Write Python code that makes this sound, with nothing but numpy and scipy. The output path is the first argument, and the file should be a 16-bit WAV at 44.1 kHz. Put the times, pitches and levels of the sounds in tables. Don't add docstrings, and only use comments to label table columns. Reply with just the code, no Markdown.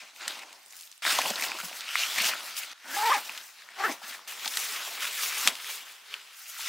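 import sys
import numpy as np
from scipy import signal
from scipy.io import wavfile
from scipy.ndimage import uniform_filter1d

SR = 44100
rng = np.random.default_rng(int(sys.argv[2]) if len(sys.argv) > 2 else 0)


def bounce(signal):
    frames = np.transpose(np.atleast_2d(signal))
    limited = np.clip(frames, -1, 1)
    pcm = np.round(limited * 32767).astype(np.int16)
    wavfile.write(sys.argv[1], SR, pcm)


def convert_level_to_amplitude(level_db):
    exponent = np.asarray(level_db, float) / 20
    return 10 ** exponent


N = 294588

# start_s, polarity (+1 or -1)
SHOT_STARTS = [
    (0, 1),
    (1.0215, -1),
    (2.733, 1),
    (4.2755, -1),
    (6.33, -1),
    (7, 1),
]


def evened(x):
    return x / np.sqrt(np.mean(x ** 2) + 1e-20)


def colour(x, points):
    hz, db = np.transpose(points)
    grid_hz = np.fft.rfftfreq(4096, 1 / SR)
    half = np.interp(np.log(grid_hz + 1), np.log(hz + 1), np.maximum(db, -100))
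    log_gain = np.r_[half, half[-2:0:-1]] * np.log(10) / 20
    taps = np.fft.ifft(np.exp(np.conj(signal.hilbert(log_gain)))).real[:2048]
    return signal.oaconvolve(x, taps)[:len(x)]


def add(mix, s, sound):
    part = mix[round(s * SR):][:len(sound)]
    part += sound[:len(part)]


def resonate(x, hz, width):
    turn = np.exp(2j * np.pi * np.cumsum(hz * np.ones(len(x))) / SR)
    r = np.exp(-np.pi * width / SR)
    return 2 * (turn * signal.lfilter([1 - r], [1, -r], x / turn)).real


def drift(seconds):
    size = max(round(seconds * SR), 1)
    smooth = uniform_filter1d(rng.standard_normal(N), size)
    return evened(uniform_filter1d(smooth, size))


def room(x, wet_db, t60):
    t = np.arange(SR // 3) / SR
    tail = rng.standard_normal(len(t)) * convert_level_to_amplitude(-60 * t / t60) * np.minimum(t / 0.01, 1)
    return x + convert_level_to_amplitude(wet_db) * signal.oaconvolve(x, tail / np.linalg.norm(tail))[:N]


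def microphone(x):
    return signal.sosfilt(signal.butter(4, 160, "high", fs=SR, output="sos"), x)


def slips(per_s, spread_db, burst_s, clump_db):
    chance, size, grit = rng.random(N), rng.exponential(1, N), rng.standard_normal(N)
    starts = (chance < per_s / SR) * convert_level_to_amplitude(spread_db * np.minimum(size, 4)) ** 2
    power = signal.lfilter([1], [1, -np.exp(-1 / (burst_s * SR))], starts)
    return evened(grit * np.sqrt(power) * convert_level_to_amplitude(clump_db))


def hush():
    # frequency_hz, level_db
    spectrum = [(18, -78), (30, -28), (616, -5), (866, 6), (1010, -1), (1220, 4.5), (3580, 4.5),
                (7000, -0.5), (14400, -9), (16000, -52)]
    hiss_db = [.1, .1, -3, .1, .1]
    hum_db = [-8, -4, 1, 3, 0.5]
    noise = convert_level_to_amplitude(-62.5) * evened(colour(rng.standard_normal(N), spectrum))
    low = signal.sosfiltfilt(signal.butter(2, 1100, fs=SR, output="sos"), noise)
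    starts = [s for s, _ in SHOT_STARTS]
    shot = np.searchsorted(starts, np.arange(N) / SR, side="right") - 1
    return convert_level_to_amplitude(np.array(hiss_db))[shot] * (noise - low) + convert_level_to_amplitude(np.array(hum_db))[shot] * low


def thuds():
    # start_s, peak_db, pitch_hz
    landings = [(.217, -49, 358), (.299, -44, 380), (1.076, -50, 282), (1.126, -38, 288), (1.203, -38, 266),
                (1.252, -36, 184), (1.305, -29, 210), (1.419, -41, 274), (1.545, -42, 335),
                (1.633, -37, 190), (1.65, -38, 179), (2.204, -34.5, 215), (2.249, -40, 185),
                (2.29, -44, 345), (4.035, -48, 220), (4.104, -50, 262), (4.458, -44, 246),
                (4.724, -49, 270), (5.028, -61, 207), (5.451, -35, 260), (5.479, -35.5, 240),
                (5.518, -42, 257)]
    t60_s, swell_s = 0.044, 0.0046
    out, t = np.zeros(N), np.arange(SR // 5) / SR
    for s, db, hz in landings:
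        envelope = convert_level_to_amplitude(db + 3.5 - 60 * t / t60_s) * (1 - np.exp(-t / swell_s))
        add(out, s, envelope * np.sin(2 * np.pi * hz * t))
    return out


def drags():
    # start_s, length_s, level_db, first_hz, last_hz
    seams = [
        (2.017, 0.033, -30.5, 2720, 2530),
        (2.083, 0.047, -37, 3300, 3600),
        (2.174, 0.043, -30.5, 2000, 2500),
        (5.015, .05, -38, 3140, 2400),
        (1.245, .04, -39.5, 650, 720),
        (5.17, 0.055, -43, 4900, 4500),
    ]
    width_hz = 450
    out, chatter = np.zeros(N), slips(per_s=840, spread_db=3.0, burst_s=.0015, clump_db=0)
    for s, length, db, first_hz, last_hz in seams:
        drive = chatter[round(s * SR):][:round(length * SR)]
        hz = np.linspace(first_hz, last_hz, len(drive))
        sung = resonate(resonate(drive, hz, width_hz), hz, width_hz)
        add(out, s, convert_level_to_amplitude(db) * evened(sung) * signal.windows.tukey(len(drive), .6))
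    return out


def snaps():
    # start_s, peak_db, ring_hz
    stiff = [(.279, -11.5, 1900), (0.392, -29, 2300), (.528, -31, 6600), (0.724, -31.5, 9000),
             (.79, -31, 8900), (0.798, -38, 5740), (0.809, -29.5, 8700), (0.925, -37, 4010),
             (1.099, -26, 1470), (1.108, -14, 3500), (1.303, -15.5, 636), (2.566, -21.5, 4800),
             (2.715, -30, 1260), (3.376, -21.5, 2880), (4.477, -15, 4500), (4.571, -9, 1960),
             (5.2325, -15, 2380), (5.474, 2.5, 2900), (5.553, -23, 3170), (5.4822, -11, 3900),
             (1.3, -18, 6500)]
    # start_s, peak_db, ring_hz
    creases = [(0.162, -35, 2730), (.661, -34.5, 8700), (0.705, -38, 6140), (0.874, -37, 3560),
               (.915, -30, 6600), (.978, -36, 8450), (1.187, -13, 790), (1.216, -12.5, 2570),
               (1.336, -23, 1410), (1.397, -19.5, 1730), (1.423, -14, 2450), (1.437, -16, 3770),
               (1.449, -29, 3050), (1.587, -25, 1400), (1.601, -20, 1500), (1.807, -21.5, 4040),
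               (2.16, -17, 2670), (2.183, -14, 2150), (3.621, -36, 1950), (5.37, -28, 2600),
               (5.484, -16, 3600), (5.495, -27, 6000), (5.644, -28, 1920), (1.484, -22, 4060),
               (2.465, -32, 1920), (3.924, -23, 6000), (5.005, -28, 3300), (5.052, -17.5, 2500),
               (5.26, -21, 2300), (5.176, -29, 3000)]
    # start_s, peak_db, ring_hz
    taps = [(1.051, -14.5, 1850), (1.064, -24, 1610), (1.068, -19, 1810), (1.077, -16, 1560),
            (1.258, -18, 2760), (1.357, -18, 4150), (1.495, -31, 1720), (1.517, -22, 2400),
            (1.713, -35.5, 700), (1.88, -27, 2710), (1.889, -23, 2820), (1.954, -19.5, 1200),
            (1.955, -12, 2000), (2.335, -21.5, 1500), (2.353, -26, 1500), (2.633, -26, 2420),
            (3.294, -22, 2670), (3.688, -32.5, 1780), (4.191, -38, 1133), (4.458, -18, 4270),
            (4.538, -23, 3500), (2.942, -24, 1630), (4.463, -30.5, 870), (6.14, -18.5, 2840),
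            (4.017, -39.5, 810), (6.14, -37, 1340), (6.592, -38, 900), (3.893, -31, 267), (3.914, -36, 298),
            (3.295, -37, 900)]
    # start_s, peak_db, ring_hz
    ticks = [(.433, -31, 2000), (.684, -41, 9000), (.708, -36, 6230), (.733, -36, 2160), (.733, -50, 900),
             (.755, -35, 7000), (.775, -42.5, 6000), (.8, -36, 6000), (.822, -32, 8000), (.827, -35, 7000),
             (.833, -37, 4000), (1.036, -25, 2050), (1.051, -23, 1010), (1.105, -17, 3300),
             (1.308, -22, 650), (1.361, -20, 4300), (1.428, -21, 2200), (1.44, -20.5, 1790),
             (1.465, -30, 794), (1.501, -24, 5000), (1.518, -25, 1300), (1.551, -29, 1010),
             (1.612, -26, 2500), (1.729, -28, 2500), (2.188, -20, 1210), (2.312, -20, 2200),
             (2.6, -37, 900), (4.447, -22, 4000), (5.03, -22, 1700), (5.043, -23, 2000), (5.072, -23, 3000),
             (5.234, -25.5, 1200), (5.372, -29, 1100), (5.4743, -13.5, 1290), (5.695, -36, 1010)]
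    # t60_s, crack_db (re ring), ring_width (share of pitch), hardest_slip (re puff)
    kinds = [
        (0.026, 4.5, 0.47, 5),
        (0.02, -4.5, 0.35, 7),
        (0.014, -13.5, .26, 9),
        (.012, -9, .36, 9),
    ]
    # frequency_hz, level_db
    crack_shape = [(150, -48), (400, -30), (1000, -11.5), (3000, 9), (8000, 2.5), (16000, -14.5)]
    rise_s = .0008
    out, t = np.zeros(N), np.arange(SR // 20) / SR
    hits = [row + kind for rows, kind in zip([stiff, creases, taps, ticks], kinds) for row in rows]
    for s, db, hz, t60, crack_db, share, hardest in hits:
        decay = convert_level_to_amplitude(-70 * t / np.clip(t60, .005, .06))
        puff = rng.standard_normal(len(t)) * np.minimum(t / rise_s, 1) * decay
        puff[round(rise_s * SR)] += hardest
        ring = evened(resonate(resonate(puff, hz, share * hz), hz, 1.97 * share * hz))
        burst = ring + convert_level_to_amplitude(crack_db) * evened(colour(puff, crack_shape))
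        add(out, s, convert_level_to_amplitude(min(db, -.8)) * burst / abs(burst).max())
    return room(out, wet_db=-16, t60=.1)


def zipper():
    # time_s, teeth_per_s, level_db, tape_resonance_hz
    pulls = [
        [(2.84, 245, -51, 1480), (2.88, 280, -50, 1500), (2.908, 255, -43.5, 1480), (2.934, 270, -41, 1500),
         (2.947, 330, -32.5, 1640), (2.958, 340, -46, 1590), (2.968, 380, -34, 1650)],
        [(2.964, 405, -31, 830), (2.992, 430, -30, 870), (3.008, 415, -30, 840), (3.031, 445, -29, 890)],
        [(3.029, 450, -28.5, 900), (3.034, 475, -27, 950), (3.052, 455, -26, 910), (3.07, 470, -25.5, 940),
         (3.078, 432, -25, 865), (3.09, 452, -24, 900), (3.099, 428, -23.5, 860), (3.102, 470, -23.5, 940)],
        [(3.101, 480, -23.5, 960), (3.105, 522, -24, 1040), (3.116, 522, -23, 1045), (3.12, 622, -20.5, 1245),
         (3.128, 630, -21.5, 1260), (3.132, 540, -26, 1080)],
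        [(3.131, 540, -26, 1080), (3.141, 500, -27, 1000), (3.146, 438, -26, 875), (3.16, 428, -25.5, 855),
         (3.17, 415, -35, 830)],
        [(3.164, 290, -36, 900), (3.178, 280, -37, 1000), (3.19, 240, -37.5, 1100), (3.21, 230, -55, 1100)],
        [(3.76, 400, -50, 1600), (3.784, 378, -44, 780), (3.799, 385, -39, 800), (3.803, 390, -30, 850),
         (3.812, 392, -30, 850), (3.819, 368, -38, 900), (3.826, 350, -33, 1050), (3.835, 350, -35, 1200)],
        [(3.834, 395, -32, 1200), (3.838, 410, -25, 1240), (3.846, 425, -25, 1300), (3.852, 455, -23, 1400),
         (3.859, 430, -26, 1400), (3.868, 375, -29, 1450), (3.875, 342, -33, 1400), (3.888, 300, -36, 1800)],
        [(3.884, 146, -40, 1900), (3.897, 165, -36, 1890), (3.907, 140, -44, 2300), (3.921, 166, -38, 2280),
         (3.93, 160, -48, 1500)],
    ]
    # unevenness (0-1), panel_sway_db (re tape), tape_width_hz, slider_db
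    grips = [
        (0.03, -23, 260, -4),
        (.08, -38, 260, -4),
        (0.07, -13.5, 270, -2),
        (0.16, -11, 310, -5),
        (.1, -32, 300, -2),
        (.2, -44, 880, 4),
        (.1, -26, 550, 2),
        (0.07, -12.5, 560, 2.5),
        (-.3, -54, 350, -6),
    ]
    # pitch_hz, width_hz, level_db
    slider = [(800, 400, -14), (1900, 500, -9), (2400, 700, -16)]
    easy_per_s = 400
    uneven_per_octave, sway_db_per_octave = .3, 18.5
    out = np.zeros(N)
    tremble = 1 + .032 * drift(0.004)
    for rows, (catch, shake_db, width_hz, slider_db) in zip(pulls, grips):
        s, *columns = np.transpose(rows)
        t = np.arange(s[0], s[-1], 1 / SR)
        rate, db, tape_hz = (np.interp(t, s, c) for c in columns)
        slow = np.log2(easy_per_s / rate)
        uneven = np.clip(catch + uneven_per_octave * slow, 0, 1)
        sway_db = shake_db + sway_db_per_octave * slow
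        wobble, strength, grit = rng.standard_normal((3, len(t)))
        rate = rate * (1 + 0.51 * uneven * evened(uniform_filter1d(wobble, size=200)))
        rate = rate * tremble[round(s[0] * SR):][:len(t)]
        turns = np.cumsum(rate) / SR
        teeth = np.diff(np.floor(turns), prepend=0) * convert_level_to_amplitude(11.7 * uneven * strength)
        scrape = grit * np.exp(-(turns % 1) / 0.092)
        drive = evened(teeth) + .9 * uneven * evened(scrape)
        tape = resonate(resonate(drive, tape_hz, width_hz), tape_hz, 1.37 * width_hz)
        rings = np.zeros(len(t))
        for k, (hz, w, g) in enumerate(slider):
            rings += (-1) ** k * convert_level_to_amplitude(g) * resonate(resonate(drive, hz, w), hz, w)
        sway = convert_level_to_amplitude(sway_db) * resonate(resonate(drive, rate, 130), rate, 130)
        tone = tape + convert_level_to_amplitude(slider_db) * rings + sway
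        tone = tone / np.sqrt(uniform_filter1d(tone ** 2, size=900) + 1e-9)
        add(out, s[0], convert_level_to_amplitude(db) * tone * signal.windows.tukey(len(t), .04))
    return room(out, wet_db=-13, t60=.14)


def patchy(x, patchy_db):
    z = signal.stft(x, nperseg=256)[2]
    patches = uniform_filter1d(rng.standard_normal(z.shape), size=5, axis=0)
    patches = uniform_filter1d(patches, size=14, axis=1)
    return signal.istft(z * convert_level_to_amplitude(patchy_db * evened(patches)), nperseg=256)[1][:N]


def folds(drive, points):
    near = room(colour(drive, points), wet_db=-13.0, t60=0.23)
    return evened(microphone(patchy(near, patchy_db=2.0)))


def strokes(rows, t, db=0):
    swing_db = 20
    s, peak_db, rise_s, fall_s = np.transpose(rows)[:4, :, None]
    away = np.maximum((s - t) / np.maximum(rise_s, .01), (t - s) / np.maximum(fall_s, .01))
    power = (convert_level_to_amplitude(peak_db + db - swing_db * away) ** 2).sum(0)
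    return np.sqrt(abs(uniform_filter1d(power, size=300)))


def rustle():
    # frequency_hz, density_db (per Hz)
    crinkle_shape = [(240, -33.5), (400, -20), (468, -19), (639, -7.5), (983, -6), (1340, 5.5), (1650, 3),
                     (2610, 5.5), (4820, 1.5), (9000, -10.5), (11700, -25), (19800, -120)]
    # frequency_hz, density_db (per Hz)
    clothes_shape = [(240, -59), (400, -12), (656, -17), (1230, -1), (1810, -0.5), (2350, 1), (3620, 0),
                     (9000, -16), (11700, -18), (19800, -120)]
    # frequency_hz, density_db (per Hz)
    taut_shape = [(240, -35), (400, -19), (640, -11), (1000, -4.5), (1340, 2.5), (2610, 2), (4820, -2.5),
                  (9000, -17.5), (11700, -32), (19800, -120)]
    # frequency_hz, density_db (per Hz)
    weave_shape = [(3000, -29), (5000, 1.5), (7000, 0.5), (10000, -3), (13000, -3), (15900, -3)]
    # frequency_hz, density_db (per Hz)
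    body_shape = [(35, -49), (60, -9), (123, -21.5), (165, -17), (205, -13), (243, -12), (464, -10),
                  (621, -3), (1100, 0), (1430, -32), (2420, -120)]
    # peak_s, effort_db, rise_s, fall_s, slide_db (re effort)
    lifting = [(0.0, -40.5, .1, 0.16, -11.5), (0.169, -51.5, 0.059, .3, -2.5),
               (0.214, -37.5, 0.029, 0.32, -17), (.29, -38, 0.027, 0.29, -8), (.8, -53.5, 0.26, 0.26, 6)]
    loading = [(1.03, -33, 0.041, .3, -8), (1.068, -26, 0.05, 0.27, -10), (1.116, -25, 0.089, 0.2, -3),
               (1.2, -36, 0.22, 0.28, -17.5), (1.296, -31, 0.21, 0.032, -1), (1.436, -34, 0.28, 0.12, -1.5),
               (1.52, -36, 0.33, 0.54, -23.5), (1.6, -40, 0.13, 0.049, 4), (1.65, -43, 0.054, 0.095, 8.5),
               (1.77, -49.5, 0.22, 0.17, 9), (1.87, -38, 0.28, 0.26, -22), (1.995, -28, 0.14, 0.49, -4.5),
               (2.19, -27.5, 0.1, 0.35, -10), (2.294, -28, 0.25, 0.026, -2), (2.34, -54, .1, 0.61, 0),
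               (2.47, -43.5, 0.37, 0.38, 1), (2.585, -35, 0.036, 0.025, 6.5), (2.63, -44.5, 0.1, 0.25, -2),
               (2.72, -42.5, 0.63, 0.27, -19)]
    zipping = [(2.735, -88, .1, 0.093, -22), (2.968, -33.5, 0.097, 0.51, 2.5), (3.07, -33.5, 0.23, .15, -7),
               (3.145, -26.5, 0.24, 0.063, -23), (3.25, -48, 0.071, 0.3, -12), (3.37, -42, 0.5, 0.12, -14),
               (3.6, -49, 0.12, 0.23, -11), (3.71, -49.5, 0.11, 0.18, -19), (3.8, -34, 0.049, 0.19, -13),
               (3.852, -38.5, .04, .06, 2), (3.91, -41.5, 0.16, 0.07, 3.5), (4.03, -42, 0.019, 0.38, -12),
               (4.09, -42, 0.063, 0.13, 4), (4.15, -38.5, 0.17, 0.037, -4), (4.276, -46, 0.018, 0.082, -13)]
    stuffing = [(4.28, -43, 0.13, 0.4, 1), (4.4, -42.5, 0.45, 0.32, -12), (4.46, -33, 0.079, 0.041, -5),
                (4.52, -40, 0.11, 0.34, 5), (4.578, -37, 0.06, 0.93, 2.5), (4.63, -39, .3, 0.28, -1),
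                (4.76, -33.5, 0.21, 0.34, -6), (4.81, -40, .1, 0.1, 4.5), (4.85, -47, 0.54, 0.041, 1),
                (4.96, -56, 0.24, .2, -14), (5.028, -28, 0.053, 0.056, -7),
                (5.052, -31.5, 0.033, 0.033, -16), (5.076, -32.5, 0.027, 0.061, -5.5),
                (5.18, -35.5, 0.13, 0.65, 2), (5.3, -36.5, 0.57, 0.26, 0.5), (5.41, -36, 0.64, 0.27, -14),
                (5.47, -28.5, 0.17, 0.068, 1.5), (5.5, -38.5, 0.11, 0.23, -9),
                (5.7, -35.5, 0.16, 0.21, -2.5), (5.76, -43.5, 0.28, 0.09, 4.5),
                (5.88, -47, 0.24, 0.34, -24), (6.135, -43.5, 0.15, 0.32, -10), (6.33, -48.5, 0.14, .3, -6)]
    opening = [(6.33, -47.5, .1, 0.18, -2), (6.5, -47, 0.31, 0.28, 6), (6.6, -41.5, 0.094, 0.44, 1.5),
               (6.68, -30.5, 0.16, .2, -5)]
    # peak_s, level_db, rise_s, fall_s
    heaves = [(0.0, -39.5, .1, .12), (.28, -40.5, 0.15, 0.49), (.5, -70, 0.23, 0.18),
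              (1.069, -27.5, 0.018, 0.068), (1.18, -30.5, 0.13, 0.43), (1.3, -36, 0.3, 0.062),
              (1.44, -33.5, 0.24, 0.36), (1.7, -45, 0.45, .25), (2.2, -34.5, 0.092, 0.43),
              (2.3, -33.5, 0.38, 0.18), (2.55, -49, 0.24, 0.69), (2.73, -51, 0.18, 0.027),
              (2.86, -40.5, 0.016, 0.43), (2.97, -32.5, 0.1, 0.041), (3.21, -44.5, 0.16, 0.32),
              (3.39, -48.5, 0.47, 0.093), (3.65, -58.5, 0.28, 0.88), (3.85, -27.5, 0.033, 0.12),
              (3.91, -29.5, 0.14, 0.046), (4.05, -47, 0.092, 1), (4.46, -38, 0.061, 0.059),
              (4.6, -45, 1, 0.45), (4.8, -41, .15, 0.18), (5.03, -41, 0.53, 0.18),
              (5.25, -45.5, 0.46, 0.91), (5.47, -29.5, 0.064, 0.1), (5.82, -52.5, 0.41, 0.27),
              (6.2, -55, .2, .3), (6.62, -56, 0.13, .3)]

    clump = drift(0.054)
    fibres = slips(per_s=60, spread_db=4.2, burst_s=0.0009, clump_db=1.5 * clump)
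    shared = slips(per_s=2200, spread_db=0.0, burst_s=0.0021, clump_db=0.82 * clump) + 0.08 * fibres
    fine = slips(per_s=1900, spread_db=4.5, burst_s=0.0096, clump_db=1.4 * clump) + 0.25 * fibres
    nylon, clothes, taut = (folds(shared, shape) for shape in (crinkle_shape, clothes_shape, taut_shape))
    threads = colour(0.16 * shared + fine, weave_shape)
    weave = evened(microphone(patchy(threads, patchy_db=2.0)))
    flexing = slips(per_s=390, spread_db=2.0, burst_s=0.0059, clump_db=0.46 * drift(0.034))
    body = evened(microphone(colour(flexing, body_shape)))

    t, out = np.arange(N) / SR, np.zeros(N)
    shots = zip([lifting, loading, zipping, stuffing, opening], [nylon, nylon, taut, clothes, nylon])
    for (rows, crinkle), (start, sign), (end, _) in zip(shots, SHOT_STARTS, SHOT_STARTS[1:]):
        now = (t >= start) & (t < end)
        effort = strokes(rows, t[now])
        slide = strokes(rows, t[now], np.array(rows)[:, -1:])
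        heave = strokes([row for row in heaves if start <= row[0] < end], t[now])
        cloth = convert_level_to_amplitude(-1.5) * effort * crinkle[now] + convert_level_to_amplitude(-1.5) * slide * weave[now]
        out[now] = sign * (cloth + convert_level_to_amplitude(-9.0) * heave * body[now])
    return out


def port_difference(mid):
    # frequency_hz, level_db (re their sum)
    port_gap = [(200, -45), (500, -21), (1200, -26), (3000, -14.5), (6000, -12), (9000, -5), (15000, -2)]
    # time_s, side_db
    off_axis = [(.1, .1), (.38, -3), (.62, 3), (.95, 3), (1.1, -5), (1.4, -2.5), (1.62, -4), (2.3, .1),
                (2.62, 4), (3.1, -2), (3.5, 4), (4.35, 3), (4.9, -2), (5.15, -3), (5.6, .1), (5.9, 3),
                (6.6, 2)]
    z = signal.stft(mid, nperseg=128)[2]
    paths = np.exp(2j * np.pi * rng.random(z.shape))
    scattered = signal.istft(z * paths, nperseg=128)[1][:N]
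    width = convert_level_to_amplitude(np.interp(np.arange(N) / SR, *np.transpose(off_axis)) - 1.5)
    return width * (microphone(colour(1.05 * scattered, port_gap)) + 0.071 * mid)


def scene():
    mid = rustle() + microphone(snaps() + thuds() + zipper() + drags())
    side = port_difference(mid)
    shared, own = hush(), hush()
    return np.array([mid + shared + side + 0.5 * own, mid + shared - side - 1.26 * own])


def roll_off(x):
    return signal.sosfilt(signal.butter(12, 16810, fs=SR, output="sos"), x)


def record(dry):
    edge = signal.firwin(401, 15800, window=("kaiser", 8), fs=SR)
    mix = signal.oaconvolve(dry, edge[None], "same")
    return roll_off(mix)


dry = scene()
out = record(dry)
bounce(out)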